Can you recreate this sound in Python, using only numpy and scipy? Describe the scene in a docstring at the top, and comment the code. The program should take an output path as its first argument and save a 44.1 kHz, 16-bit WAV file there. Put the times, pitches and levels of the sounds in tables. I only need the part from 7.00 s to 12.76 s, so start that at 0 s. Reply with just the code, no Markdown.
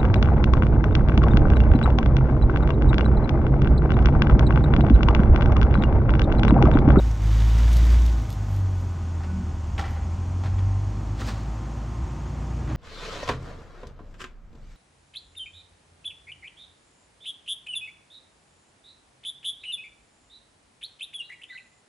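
"""A rail yard, in stereo, a few metres from the track where a diesel rail car strains to pull a locomotive.
Its firings boom in the exhaust and clatter in the block; the load drags the engine down, then it picks up.
Slipping wheels grind and crush grit, the steel coupling clanks and groans, the car body thuds.
Further off a second engine idles, a thin whine fades away and an insect trills in the grass."""
import sys
import numpy as np
from scipy import signal
from scipy.fft import rfft, irfft
from scipy.io import wavfile

SR = 44100
rng = np.random.default_rng(int(sys.argv[2]) if len(sys.argv) > 2 else 0)


def pcm_store(signal):
    """Save signal as 16-bit PCM."""
    levels = np.round(np.clip(np.atleast_2d(signal), -1, 1) * 32767)
    wavfile.write(sys.argv[1], SR, levels.astype(np.int16).T)


N = 254016
TIME = np.arange(N) / SR

# six-cylinder engine, dragged down and recovering: t/s, firing rate/Hz
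ENGINE_SPEED = [(0.0, 57.2), (0.2, 52.6), (0.7, 56.9), (1.06, 58.3), (1.38, 51.4), (1.95, 42.9),
                (2.8, 38.4), (3.3, 44.7), (4.4, 54.4), (5.1, 56.9), (5.76, 59.6)]
def diesel(knock=0.051):
    """The rail car's engine, close by: speed and throttle drive its boom, rumble and clatter."""
    firing_hz = np.interp(TIME, *np.transpose(ENGINE_SPEED))
    firings = np.cumsum(firing_hz) / SR
    power = throttle()
    throb = rms_one(1 + knock * np.cos(2 * np.pi * firings))
    boom = pipe_boom(firing_hz, firings, power)
    rumble = exhaust_rumble(firing_hz, firings, power, throb)
    return boom + rumble + block_clatter(firing_hz, power, throb)

# surges of power: throttle opens t/s, closes t/s
THROTTLE_SURGES = [(-1.04, -0.13), (0.19, 0.93)]
def throttle(quick_share=0.36, quick_s=0.039, slow_s=0.98, fall_s=0.34):
    """Power, 0 to 1: a quick step and a slow climb while open, a steady fall once closed."""
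    power = 0
    for opens, closes in THROTTLE_SURGES:
        open_s = np.clip(TIME - opens, 0, closes - opens)
        step = quick_share * (1 - np.exp(-open_s / quick_s))
        climb = (1 - quick_share) * np.minimum(open_s / slow_s, 1)
        power = power + (step + climb) * np.clip(1 - (TIME - closes) / fall_s, 0, 1)
    return power

# engine tones: multiple of the six-firing cycle, level/dB before the pipe, full-throttle boost/dB
ENGINE_ORDERS = [(6, 2.5, 22), (9, -13.5, 7), (11, -14.5, 5), (12, 1.6, 15.5), (15, -11, -21),
                 (18, -13.5, 23), (27, -5.5, -4), (30, -7.5, 10.5), (35, -10, 4.5)]
# response of the exhaust pipe: f/Hz, gain/dB
PIPE_RESPONSE = [(38, -40), (43, -44.5), (48, -34), (53, -34), (56, -35.5), (58.5, -35), (77, -31),
                 (89, -29), (96, -22.5), (103, -34.5), (109, -38), (116, -53), (132, -41.5), (147, -29),
                 (170, -46)]
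def pipe_boom(firing_hz, firings, power, waver_db=0.7):
    """Tones of the firings and the unequal cylinders boom as they sweep through the pipe's resonances."""
    boom = 0
    for multiple, db, surge_db in ENGINE_ORDERS:
        per_firing = multiple / 6
        pipe_db = np.interp(per_firing * firing_hz, *np.transpose(PIPE_RESPONSE))
        level = from_db(db + pipe_db + waver_db * drift(1.45))
        push = 1 + power * (from_db(surge_db) - 1)
        boom = boom + level * push * np.sin(2 * np.pi * per_firing * firings)
    return np.sqrt(2) * boom

# exhaust spectrum: f/Hz, level/dB
EXHAUST_SPECTRUM = [(20, -39), (32, -32), (45, 3), (60, -0.5), (100, 2), (130, 0.5), (180, -5.5),
                    (250, -9.5), (320, -11.5), (400, -26), (600, -41.5), (1200, -96.5)]
def exhaust_rumble(firing_hz, firings, power, throb, uneven=0.28, misfire=0.38, surge_db=5):
    """Each firing sends a pulse down the exhaust, over a throbbing roar."""
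    count = np.floor(firings).astype(int)
    # every other cylinder fires harder, and no two firings are quite alike
    strength = 1 + uneven * (-1) ** count + misfire * rng.standard_normal(1000)[count]
    pulses = shaped(np.diff(count, prepend=0) * strength, EXHAUST_SPECTRUM)
    pulses = rms_one(filtered(pulses, 4, 135, "high"))
    roar = throb * wash(EXHAUST_SPECTRUM, white())
    drum_db = 3.5 * np.maximum(firing_hz - 58.4, 0)  # near top speed the whole car drums
    level = from_db(-39 + drum_db + 0.09 * (firing_hz - 50) + surge_db * power)
    return level * (from_db(-9.5) * pulses + from_db(3) * roar)

# engine block spectrum: f/Hz, level/dB
BLOCK_SPECTRUM = [(200, -18.5), (360, 3), (480, 2), (690, 3.5), (785, 3.5), (860, 3), (1100, 0), (1400, -6),
                  (1650, -7.5), (2000, -10), (2600, -14), (3400, -18.5), (3900, -22), (8000, -54)]
def block_clatter(firing_hz, power, throb, db_per_hz=0.2135, surge_db=2):
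    """Dense contacts rattle through the block, louder with speed and throttle."""
    level = from_db(-48.5 + db_per_hz * (firing_hz - 50) + surge_db * power)
    return level * throb * wash(BLOCK_SPECTRUM, grains(7000, 0.74))

# grinding steel spectrum: f/Hz, level/dB
GRIND_SPECTRUM = [(250, 11.5), (400, 12), (1000, 3.5), (2000, 6.5), (2700, 0), (3500, 2), (4400, -2),
                  (6200, 1), (8000, -5.5), (10000, -11), (11700, -8), (13000, -17.5), (16000, -14)]
# broad rasping resonances of the wheel: f/Hz, width/Hz, relative level/dB
WHEEL_BANDS = [(1100, 380, -8), (2090, 720, -11), (2975, 220, -13), (3630, 480, -12), (4720, 260, -17.5),
               (5520, 260, -22.5)]
def wheels():
    """Slipping steel grinds in dense grains, sets the wheel rasping and crushes grit."""
    slip = wheel_slip(rise_s=0.16, fall_s=0.32)
    sing = wheel_slip(rise_s=0.085, fall_s=0.16)
    rasp = sum(from_db(db) * rms_one(ring(grains(4000, 5.1), hz, band_t60(width)))
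               for hz, width, db in WHEEL_BANDS)
    flicker = from_db(0.6 * drift(35))
    grind = 0.8 * slip * wash(GRIND_SPECTRUM, grains(14000, 3.1))
    return flicker * (grind + sing * rasp) + grit(slip)

def wheel_slip(rise_s, fall_s):
    """Gain of the grinding: each surge spins the wheels, which take a while to grip again."""
    slip = 0
    for opens, closes in THROTTLE_SURGES:
        spin_up = 1 - np.exp(-np.maximum(TIME - opens, 0) / rise_s)
        slip = slip + spin_up * np.exp(-np.maximum(TIME - closes, 0) / fall_s)
    return from_db(-40.5) * slip

# grit crushed under a wheel: t/s, level/dB, rise/s, fall/s
GRIT_SCRAPES = [(4.07, -55, .015, 0.025), (4.21, -37, 0.017, 0.017), (4.287, -34, 0.035, 0.038),
                (4.385, -52, .03, 0.13)]
# dry crackles: t/s, relative level/dB, half-length/s
GRIT_CRACKLES = [(0.733, -44.5, 0.008), (0.764, -45, 0.026), (1.061, -49, 0.008), (1.317, -54.5, 0.036),
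                 (1.548, -55.5, 0.065), (1.813, -64.5, 0.12), (2.92, -60, .044), (4.28, -54, .014)]
# their two spectra: f/Hz, level/dB
SCRAPE_SPECTRUM = [(200, 15.5), (400, 11.5), (750, 6), (1300, 8.5), (2500, 2), (4200, 2.5), (6500, -3.5),
                   (9000, -10), (12000, -21), (16000, -21)]
CRACKLE_SPECTRUM = [(1500, -15), (3500, 6.5), (6000, 0), (9000, -4.5), (12000, 2), (16000, -22)]
def grit(slip):
    """Grit scrapes and crackles on the rail; under pressure, hard grains burst in bright snaps."""
    crush = sum(from_db(db) * np.exp(-np.maximum((s - TIME) / rise, (TIME - s) / fall))
                for s, db, rise, fall in GRIT_SCRAPES)
    crackle = sum(from_db(db) * swell(s, length) for s, db, length in GRIT_CRACKLES)
    scrapes = crush * wash(SCRAPE_SPECTRUM, grains(6300, 1.2))
    crackles = from_db(-3) * crackle * wash(CRACKLE_SPECTRUM, grains(3000, 0.75))
    pressure = from_db(-5) * crackle + from_db(-22) * (slip + crush)
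    return scrapes + crackles + pressure * wash(CRACKLE_SPECTRUM, grains(200, 4.5))

# stones bursting on the rail: t/s, relative level/dB, f/Hz
STONE_BURSTS = [(.114, -47, 6000), (.222, -50, 6000), (.236, -51, 3500), (.33, -47, 3600),
                (.405, -42, 3700), (.42, -44, 3400), (.485, -47, 5000), (.556, -45, 3300),
                (.586, -43, 5500), (.632, -43, 3500), (.691, -45, 6000), (.731, -43, 7000),
                (.76, -42, 3600), (.831, -44, 4300), (.905, -42, 4500), (.988, -44, 3200),
                (1.021, -46, 6300), (1.064, -43, 5800), (1.081, -48, 3500), (1.129, -49, 5600),
                (1.32, -54, 4800)]
def stones(gain_db=2, burst_s=0.0028, width_hz=1700):
    """Single stones crumble under the wheel, each a gritty tick with a pitch of its own."""
    ticks, splinters = 0, white()
    for s, db, hz in STONE_BURSTS:
        tick = ring(splinters * swell(s, burst_s), hz, band_t60(width_hz))
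        burst_rms = np.sqrt(np.sum(tick ** 2) / (burst_s * SR))
        ticks = ticks + from_db(db + gain_db) * tick / burst_rms
    return ticks

# slack taken up: t/s, level/dB, rise/s, rattle decay/s, blow gain/dB, blow centre f/Hz, dull above f/Hz
COUPLING_CLANKS = [(2.204, -37.5, .0015, .01, -8, 850, 1400),
                   (2.233, -40.5, 0.0022, 0.017, -15, 1700, 7000),
                   (2.779, -32, 0.0018, 0.013, -5.5, 2570, 9000),
                   (2.79, -35.5, .0012, 0.037, 5, 1160, 12000), (2.8211, -49.5, .003, .022, 10, 720, 3000),
                   (2.839, -49, .0031, 0.023, 6.5, 1940, 5000), (2.853, -48, .002, .02, -4, 2500, 8000),
                   (2.877, -48, .0023, 0.06, 1, 2200, 3000), (2.96, -49, .002, .03, 3, 800, 2500),
                   (3.434, -36.5, .006, 0.019, -9, 900, 9000), (3.457, -40, .004, 0.024, -5, 1000, 3000),
                   (3.582, -39, .0035, 0.012, -13.5, 2200, 8000), (4.197, -44, .005, .008, -10, 1400, 5000),
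                   (4.214, -31, .0013, .011, -7.5, 1200, 1000), (4.249, -41, .001, .007, -14, 800, 1200),
                   (4.284, -36, .003, .012, -6, 1300, 4000), (4.307, -43, .001, .008, -9, 800, 1500),
                   (5.674, -39, .001, 0.0055, -14, 1500, 2500),
                   (5.685, -31.5, .018, 0.036, -14, 1000, 2200), (5.75, -40, .002, 0.0087, -14, 3000, 9000)]
# modes of the coupling: f/Hz, relative level/dB, t60/s
COUPLING_MODES = [(768, 5, .1), (803, 8, .16), (1140, -1, .1), (1350, 3, .1), (1440, -4, .09),
                  (1790, 2, .08), (1890, 3, .12), (2000, 0, .12), (2150, -1, .09), (2340, -2, .12),
                  (2620, -4, .12), (2930, -2, .1), (3255, 2, .09), (3590, -2, .1)]
# rattling steel spectrum: f/Hz, level/dB
STEEL_SPECTRUM = [(200, -15), (450, 5), (650, 8.5), (900, 9), (1400, 7), (2100, 0.5), (3300, -1.5),
                  (5000, -5), (7500, -13), (11000, -20), (16000, -25)]
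def coupling(ring_db=-3, spread_octaves=0.54):
    """Each clank is a short rattle of contacts and a blow that rings the modes near its centre."""
    contacts = wash(STEEL_SPECTRUM, grains(7000, 3.2))
    rattle = modes = 0
    for s, db, rise, decay, _, _, dull_hz in COUPLING_CLANKS:
        age = np.maximum(TIME - s, 0)
        envelope = from_db(db) * (1 - np.exp(-age / rise)) * np.exp(-age / decay)
        rattle = rattle + envelope * filtered(contacts, 1, dull_hz)
    for k, (hz, mode_db, t60) in enumerate(COUPLING_MODES):
        force = np.zeros(N)
        for s, db, _, _, blow_db, centre_hz, _ in COUPLING_CLANKS:
            detuning = np.log2(hz / centre_hz) / spread_octaves
            force[round(s * SR)] += from_db(db + blow_db) / (1 + detuning ** 2)
        modes = modes + (-1) ** k * from_db(mode_db + ring_db) * ring(force, hz, t60)
    return rattle + modes

def yard_echo(direct, slap_s=0.06, slap_db=-16, tail_db=-9, t60=1.0):
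    """After the direct sound come a dull slap off the nearest wall and echoes between the vehicles."""
    dull = filtered(direct[0], 2, 3200)
    slap = from_db(slap_db) * np.interp(TIME - slap_s, TIME, dull, left=0)
    envelope = np.exp(-np.log(1000) * TIME / t60) * np.minimum(TIME / slap_s, 1)
    tails = rng.standard_normal((2, N)) * envelope
    echoes = [signal.fftconvolve(dull, tail / np.linalg.norm(tail))[:N] for tail in tails]
    return direct + slap + from_db(tail_db) * wide(*echoes)

# partials of the groan: f/Hz, level/dB
GROAN_PARTIALS = [(186, -29), (231, -36.5), (139, -43)]
def drawgear_groan(wobble=0.015):
    """The drawgear gives one wavering groan under the strain."""
    groan = sum(from_db(db) * sine(hz * (1 + wobble * drift(29))) for hz, db in GROAN_PARTIALS)
    return groan * swell(at_s=2.38, half_s=0.09)

# bumps of the car body: t/s, level/dB, f/Hz, half-length/s
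BODY_BUMPS = [(1.165, -41.5, 328, 0.029), (1.208, -35.5, 253, 0.025), (2.732, -26.5, 60, .035),
              (2.797, -33, 190, .014), (3.024, -24, 59, 0.038), (3.316, -31, 61, 0.031),
              (3.561, -27, 60, 0.026), (3.45, -40.5, 250, 0.027), (4.221, -35, 377, 0.0039),
              (4.238, -36.5, 265, 0.01), (4.294, -31.5, 227, 0.014), (5.035, -20, 61, 0.024),
              (5.713, -38.5, 309, 0.046)]
def car_body():
    """The body heaves in soft bumps and thuds, each a few cycles of a low tone."""
    return sum(from_db(db) * swell(s, length) * np.sin(2 * np.pi * hz * (TIME - s))
               for s, db, hz, length in BODY_BUMPS)

# whine of the idling engine: multiple of its firing rate, relative level/dB
IDLE_PARTIALS = [(5, -54.5), (7, -54), (8, -53), (12.7, -61), (17, -53), (20, -54.5), (21, -60),
                 (23, -54.5), (25, -62), (27, -56), (29, -63), (30, -66), (32, -67), (56.2, -74),
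                 (75.6, -74), (91.7, -73), (93.3, -72)]
def idling_engine(firing_hz=45.75, hunting=0.0023, flutter_db=1.5, fading_db=2.0, tick_db=-55):
    """A second engine further off: its whine flutters and slowly grows, valves tick thrice a firing."""
    phase = 2 * np.pi * np.cumsum(firing_hz * (1 + hunting * drift(9.92))) / SR
    direct, scattered = np.zeros((2, N))
    for path in direct, scattered:
        for multiple, db in IDLE_PARTIALS:
            level = from_db(db + flutter_db * drift(40) + fading_db * drift(0.44))
            path += level * np.sin(multiple * phase + 0.21 * drift(5.3) + rng.uniform(0, 2 * np.pi))
    whine = from_db(-3.5 + 2.5 * TIME / TIME[-1]) * wide(direct, scattered)
    ticks = rms_one(np.exp(0.65 * (np.cos(3 * phase) + 0.7 * np.cos(phase))))
    return whine + from_db(tick_db) * ticks * wash(BLOCK_SPECTRUM, white())

# a higher machine whine: f/Hz, level/dB
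WHINE_TONES = [(1485, -59.5), (1938, -73), (2950, -82), (3461, -82), (3650, -77.5)]
def machine_whine(end_s=3.1, fade_s=0.82, flutter_db=3.0, wobble=0.0024):
    """Thin wavering tones that fade away about halfway through."""
    pitch = 1 + wobble * drift(12)
    tones = sum(from_db(db + flutter_db * drift(12)) * sine(hz * pitch) for hz, db in WHINE_TONES)
    return np.clip((end_s - TIME) / fade_s, 0, 1) * tones

# the two wing strokes: f/Hz, level/dB, place in the cycle (0-1)
INSECT_STROKES = [(7240, -71.5, 0.05), (6570, -71, .5)]
def insect(wing_hz=16.24, rise_hz=110, blur_hz=90, sharpness=1.8, unsteady_db=2):
    """Wings rub to and fro in the grass, each stroke a thin raspy chirp that rises a little."""
    cycle = 2 * np.pi * wing_hz * TIME + 0.3 * drift(3)
    trill = 0
    for pitch_hz, db, place in INSECT_STROKES:
        stroke = cycle + 2 * np.pi * place
        hz = pitch_hz + rise_hz * np.sin(stroke) + blur_hz * drift(200)
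        strength = np.exp(sharpness * np.cos(stroke)) * from_db(unsteady_db * drift(60))
        trill = trill + from_db(db) * rms_one(strength * sine(hz))
    return trill

# background spectrum: f/Hz, level/dB
YARD_SPECTRUM = [(1000, 11.5), (3300, 6), (3900, 0.5), (4400, 3.5), (5800, 6), (6600, 5.5), (7200, 2.5),
                 (7900, -2.5), (8700, -0.5), (10000, -16), (12000, -12.5), (16000, -22)]
def yard_hiss():
    """The soft, steady hiss of the open yard."""
    return from_db(-54) * wash(YARD_SPECTRUM, white())

# sound arriving from the sides: f/Hz, side minus mid level/dB
STEREO_WIDTH = [(30, -31.5), (60, -32.5), (150, -21), (300, -20), (600, -11), (1200, -8.5), (2400, -12.5),
                (4500, -24), (8000, -86), (9500, -62), (16000, -20)]
def wide(direct, scattered):
    """Direct sound is alike at both microphones; sound scattered round the yard differs."""
    return direct + shaped(scattered, STEREO_WIDTH) * np.array([[1], [-1]])

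def wash(spectrum, force):
    """A random force sounding through a body, in stereo."""
    return wide(rms_one(shaped(force, spectrum)), rms_one(shaped(white(), spectrum)))

def grains(per_s, spread_db):
    """Random tiny contacts of uneven size, rms 1."""
    sizes = from_db(spread_db * np.minimum(rng.exponential(1, N), 5))
    return rms_one(sizes * rng.choice([-1, 1], N) * (rng.random(N) < per_s / SR))

def ring(force, hz, t60):
    """One decaying mode."""
    r, w = np.exp(-np.log(1000) / (t60 * SR)), 2 * np.pi * hz / SR
    return signal.lfilter([0, np.sin(w)], [1, -2 * r * np.cos(w), r * r], force + 1e-18)

def band_t60(width_hz):
    """Seconds for a resonance of this width to fall 60 dB."""
    return np.log(1000) / (np.pi * width_hz)

def drift(rate_hz):
    """Smooth random wander, rms about 1."""
    r = np.exp(-80 * np.pi * rate_hz / SR)  # one step per 40 samples
    slow = signal.lfilter([1], [1, -2 * r, r * r], rng.standard_normal(N // 40 + 2002))[2000:]
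    return np.interp(np.arange(N) / 40, np.arange(len(slow)), rms_one(slow))

def shaped(x, spectrum):
    """Colour a signal by a table of f/Hz, level/dB."""
    hz, db = np.transpose(spectrum)
    bins = np.maximum(np.fft.rfftfreq(N, 1 / SR), 1)
    return irfft(rfft(x) * from_db(np.interp(np.log(bins), np.log(hz), db)), N)

def filtered(x, order, hz, kind="low"):
    """Low-pass or high-pass."""
    return signal.sosfilt(signal.butter(order, hz, kind, fs=SR, output="sos"), x)

def swell(at_s, half_s):
    """Bell-shaped envelope."""
    return np.exp(-((TIME - at_s) / half_s) ** 2)

def sine(hz):
    """A tone following a pitch curve."""
    return np.sin(2 * np.pi * np.cumsum(hz) / SR)

def white():
    """Plain noise."""
    return rng.standard_normal(N)

def from_db(db):
    """Decibels to gain."""
    return 10 ** (np.asarray(db) / 20)

def rms_one(x):
    """Scale to unit rms."""
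    return x / np.sqrt(np.mean(x ** 2) + 1e-20)

def scene():
    """The train a few metres away, the yard behind it."""
    train = diesel() + wheels() + stones() + yard_echo(coupling()) + drawgear_groan() + car_body()
    return train + idling_engine() + machine_whine() + insect() + yard_hiss()

# phase lag of the left microphone port: f/Hz, lag/rad
LEFT_PORT_LAG = [(8700, 0), (10100, 3.14), (12050, 6.28), (13850, 9.42), (15500, 12.57)]
def record(dry, low_cut_hz=30, high_cut_hz=15800):
    """The microphone ports fall out of step in the top octave; the deepest bass and the top are cut."""
    lag = np.interp(np.fft.rfftfreq(N, 1 / SR), *np.transpose(LEFT_PORT_LAG))
    left = irfft(rfft(dry[0]) * np.exp(-1j * lag), N)
    ports = filtered(np.array([left, dry[1]]), 3, low_cut_hz, "high")
    return signal.sosfilt(signal.ellip(10, 0.1, 80, high_cut_hz, fs=SR, output="sos"), ports)

dry = scene()
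out = record(dry)
pcm_store(out)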